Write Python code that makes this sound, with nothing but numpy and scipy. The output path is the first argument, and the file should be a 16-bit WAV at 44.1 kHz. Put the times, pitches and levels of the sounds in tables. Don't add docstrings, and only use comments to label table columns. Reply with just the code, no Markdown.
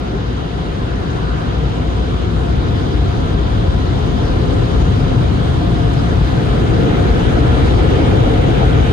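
import sys
import numpy as np
from scipy import signal
from scipy.fft import rfft, irfft, next_fast_len
from scipy.io import wavfile

SR = 44100
rng = np.random.default_rng(int(sys.argv[2]) if len(sys.argv) > 2 else 0)


def unload_wav(signal):
    wavfile.write(
        sys.argv[1],
        SR,
        np.round(np.clip(np.atleast_2d(signal).T, -1, 1) * 32767).astype(np.int16),
    )


N = 393372
SIZE = next_fast_len(N)

# f/Hz, level/dB
BODY_LOWS = [(18, -32.5), (30, -20), (40, -6.5), (50, -1.5), (66, -3.5), (132, -3.5), (148, -7),
             (162, -4.5), (182, -9), (195, -7), (215, -13.5), (245, -8.5), (310, -10), (380, -12),
             (450, -12), (490, -12.5), (540, -15.5), (590, -19), (640, -19), (675, -19)]
GLASS_MIDS = [(700, -18.5), (760, -17.5), (795, -22.5), (855, -19.5), (905, -24), (1000, -22.5),
              (1050, -24), (1120, -26.5), (1240, -23), (1370, -23), (1700, -27), (1950, -30.5), (2300, -33),
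              (2650, -34.5), (3100, -31), (3830, -33.5)]
HISS_HIGHS = [(4400, -41), (5100, -42), (5500, -50), (6000, -46.5), (6900, -49.5), (7490, -58.5),
              (8100, -51.5), (8890, -51.5), (10500, -71), (11500, -66.5), (13500, -68.5), (14800, -80.5)]
# f/Hz, left minus right/dB
AIR_LEAN = [(35, 0.5), (48, 1), (64, 7), (91, 2), (160, 5.5), (210, -1.5), (250, 1), (320, -2), (520, 3),
            (750, 2.5), (1150, 1), (2670, 0), (4400, 1.5), (6500, 5.5), (8000, 0)]
# f/Hz, likeness/0-1
LIKENESS = [(20, 1), (45, .995), (62, .95), (90, .82), (130, .93), (220, .55), (430, .45), (480, .2),
            (600, .6), (720, .2), (830, .55), (1050, .2), (1650, .5), (2300, .3), (11000, .35),
            (12000, .96)]
# f/Hz, phase behind left/rad
RIGHT_LAG = [(450, -.3), (490, 3.1), (1200, 3.4), (1900, 4.2), (2600, 6.6), (3500, 9.2), (4500, 12.2),
             (5800, 15.7), (7000, 18.6), (8000, 22.0), (11000, 22.0), (11700, 25.13)]
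# first felt t/s, fully felt t/s
NOZZLE_ROWS = [(0.0, 3.14), (3.7, 4.85), (6.0, 7.35)]
# f/Hz, first row/dB, second row/dB, third row/dB
ROW_GAINS = [(50, 8.5, 0.1, 3), (88, 11, 1.5, 1.5), (133, 5.5, 2.5, 1), (200, 2.5, 2.5, 0),
             (262, 5, 1, 4.5), (354, 0.5, 1.5, 3.5), (496, 3, 1.5, 6.5), (650, 5, 0.5, 3.5),
             (860, 5, 0.5, 5), (1040, 3, 1, 0), (1400, 1, 3, 5), (1750, 2, -0.5, 5), (2200, 2.5, 2, 6),
             (3000, 3, 0, 5), (4900, 3, 1, 0.2), (10000, 4.5, 2, 3)]
# centre t/s, time from centre to 1/e/s, centre f/Hz, level change/dB
SWELLS = [(0.05, 0.23, 149, -0.5), (1.298, 0.22, 1400, 4.5), (1.176, 0.34, 220, 1.5), (2.8, 0.5, 300, 1.5),
          (3.5, 0.14, 54.5, 2.5), (4.16, 0.39, 142, 1.5), (4.528, 0.3, 378, 3.5), (4.9, 0.32, 109, 2.5),
          (5.55, 0.2, 55, 1), (6.0, 0.4, 2100, 1.5), (6.801, 0.3, 443, 1), (6.882, 0.29, 280, 4),
          (8.0, 0.32, 360, 3), (8.202, 0.17, 85, 2.5), (8.2, 0.43, 700, 1.5), (8.632, 0.02, 800, 6.5),
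          (8.72, 0.1, 110, 3), (7.9, 0.33, 5000, 2), (0.1, 0.2, 700, 2.5), (2.0, 0.5, 1800, 0.5),
          (3.2, 0.6, 900, 1), (7.4, 0.3, 50, 2), (7.5, 0.12, 2490, 0), (8.45, 0.2, 1400, -1.5)]
SWELL_OCTAVES = 0.59
# t/s, shaft level/dB, then first, second, third blade tone level/dB
FAN_LEVELS = [(0, -25, -43, -56, -44), (.5, -25, -43, -56, -48), (1.2, -24, -49, -54, -43),
              (2.0, -21, -52, -52, -44), (2.4, -21, -44, -48, -45), (2.85, -23, -37, -46, -42),
              (3.4, -21, -42, -45, -45), (4.0, -28, -47, -45, -44), (4.6, -27, -35, -42, -41),
              (5.4, -26, -39, -42, -43), (5.6, -25, -42, -35, -36), (5.95, -26, -39, -36, -36),
              (6.1, -23, -38, -44, -39), (6.75, -30, -33, -41, -39), (7.05, -25, -40, -41, -36),
              (7.6, -18, -38, -44, -45), (7.9, -23, -40, -49, -45), (8.15, -25, -42, -44, -39),
              (8.6, -27, -42, -44, -39), (8.92, -27, -43, -49, -43)]
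# f/Hz, waver/dB, left minus right/dB, phase of right behind left/rad, octave overtone level/dB
BLADE_TONES = [(518, 2, 6, 2.8, -14), (690, 1.5, 2, 0, -25), (707.6, 1.8, -1, -.8, -12)]
SHAFT_HZ, SPEED_WANDER = 59.25, .0022
# start t/s, gain of the filtered burst/dB, left minus right/dB
TRIM_TICKS = [(4.197, -48, -2), (4.530, -47, -1), (4.686, -47, 0), (5.928, -38, -4), (6.040, -44, -2),
              (6.611, -45, 0), (6.790, -43, 0), (7.234, -46, 2), (7.325, -44, 0), (7.506, -43, -2),
              (7.650, -37, -2), (7.755, -43, 0), (8.055, -45, 0), (8.640, -39, -1), (8.745, -44, 1)]
TOP_CUT_HZ = 15000


def air_jets(patch_db, flicker_db, hiss_flicker_db):
    hz, noise = turbulence()
    centres = np.geomspace(28, 14000, 32)
    place = np.interp(np.log(hz), np.log(centres), np.arange(len(centres)))
    out = 0
    for k, centre in enumerate(centres):
        crossfade = np.clip(1 - abs(place - k), 0, 1)
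        band = irfft(noise * crossfade, SIZE)[:, :N]
        depth_db = hiss_flicker_db if centre > 6000 else flicker_db
        patches = patch_db * drift(0.77)
        flicker = depth_db * drift(11.6)
        out = out + band * amp(air_level(centre) + patches + flicker)
    return rms_one(out)


def turbulence():
    hz = np.arange(SIZE // 2 + 1) * SR / SIZE + 1e-3
    common, own = rfft(rng.standard_normal((2, SIZE)))
    alike = np.clip(at_hz(LIKENESS, hz), 0, 1)
    lag = np.where(hz > 60, at_hz([(60, 0)] + RIGHT_LAG, hz), 0)
    right = alike * np.exp(-1j * lag) * common + np.sqrt(1 - alike ** 2) * own
    colour = amp(at_hz(BODY_LOWS + GLASS_MIDS + HISS_HIGHS, hz)) * (hz > 10)
    return hz, np.array([common, right]) * colour * sides(at_hz(AIR_LEAN, hz))


def air_level(hz):
    points, t = np.array(ROW_GAINS), np.arange(N) / SR
    level_db = 0
    for k, (first_s, full_s) in enumerate(NOZZLE_ROWS):
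        row_db = at_hz(points[:, [0, k + 1]], hz)
        reach = np.clip((t - first_s) / (full_s - first_s), 0, 1)
        level_db = level_db + row_db * (reach - .5)
    for s, length_s, centre_hz, change_db in SWELLS:
        nearness = np.exp(-(np.log2(hz / centre_hz) / SWELL_OCTAVES) ** 2)
        level_db = level_db + change_db * nearness * bell(s, length_s)
    return level_db


def bell(s, length_s):
    return np.exp(-((np.arange(N) / SR - s) / length_s) ** 2)


def fans():
    s, *columns = np.transpose(FAN_LEVELS)
    shaft_db, *blades_db = [np.interp(np.arange(N) / SR, s, column) for column in columns]
    out = whine(SHAFT_HZ, waver_db=0.7, lean_db=2.0, lag=0, octave_db=-16) * amp(shaft_db)
    for blade, level_db in zip(BLADE_TONES, blades_db):
        out = out + whine(*blade) * amp(level_db)
    return out


def whine(hz, waver_db, lean_db, lag, octave_db):
    turns = np.cumsum(hz * (1 + SPEED_WANDER * drift(4.6))) / SR + rng.random()
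    angle = 2 * np.pi * turns - np.array([[0], [lag]])
    tone = np.sin(angle) + amp(octave_db) * np.sin(2 * angle)
    waver = amp(waver_db * drift(5.9) - waver_db / 2)
    return np.sqrt(2) * tone * sides(lean_db)[:, None] * waver


def trim_ticks(rise_s, decay_s):
    out, t = np.zeros((2, N)), np.arange(4000) / SR
    band = signal.butter(4, [5000, 9700], "band", fs=SR, output="sos")
    envelope = (1 - np.exp(-t / rise_s)) * np.exp(-t / decay_s)
    for s, gain_db, lean_db in TRIM_TICKS:
        tick = signal.sosfilt(band, rng.standard_normal((2, len(t))) * envelope)
        i = round(s * SR)
        out[:, i:i + len(t)] += amp(gain_db) * sides(lean_db)[:, None] * tick
    return out


def drops(per_s_at_end, gain_db):
    chance = per_s_at_end * (np.arange(N) / N) ** 2 / SR
    hits = (rng.random((2, N)) < chance) * amp(4.0 * rng.standard_normal((2, N)))
    envelope = signal.lfilter([1], [1, -np.exp(-1 / (.004 * SR))], hits + 1e-18)
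    bursts = envelope * rng.standard_normal((2, N))
    band = signal.butter(2, [6000, 11000], "band", fs=SR, output="sos")
    return amp(gain_db) * signal.sosfilt(band, bursts)


def drift(rate_hz):
    r = np.exp(-80 * np.pi * rate_hz / SR)
    noise = rng.standard_normal(N // 40 + 2002)
    slow = signal.lfilter([1], [1, -2 * r, r * r], noise)[2000:]
    return np.interp(np.arange(N) / 40, np.arange(len(slow)), rms_one(slow))


def at_hz(points, hz):
    curve = np.array(points)
    return np.interp(np.log(hz), np.log(curve[:, 0]), curve[:, 1])


def sides(lean_db):
    return amp(np.multiply.outer([.5, -.5], lean_db))


def amp(db):
    return 10 ** (np.asarray(db) / 20)


def rms_one(x):
    return x / np.sqrt(np.mean(x ** 2) + 1e-20)


def scene():
    air = amp(-12.0) * air_jets(patch_db=0.5, flicker_db=1.11, hiss_flicker_db=1.2)
    ticks = trim_ticks(rise_s=.002, decay_s=.016)
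    return air + fans() + ticks + drops(per_s_at_end=12.0, gain_db=-55.0)


def gain_control(x, knee_db, share, release_db_s, attack_s):
    level_db = 20 * np.log10(abs(x).max(axis=0) + 1e-6)
    ramp = release_db_s * np.arange(N) / SR
    held_db = np.maximum.accumulate(level_db + ramp) - ramp
    over_db = np.maximum(held_db - knee_db, 0)
    r = np.exp(-1 / (max(attack_s, 1e-4) * SR))
    cut_db = signal.lfilter([1 - r], [1, -r], np.clip(share, 0, 1) * over_db)
    return x * amp(-cut_db)


def record(dry):
    even = gain_control(dry, knee_db=-4.0, share=0.22, release_db_s=146.5, attack_s=0.0011)
    rounded = 1.3 * np.tanh(even / 1.3)
    top_cut = signal.ellip(10, .5, 70, TOP_CUT_HZ, fs=SR, output="sos")
    return signal.sosfilt(top_cut, rounded)


dry = scene()
out = record(dry)
unload_wav(out)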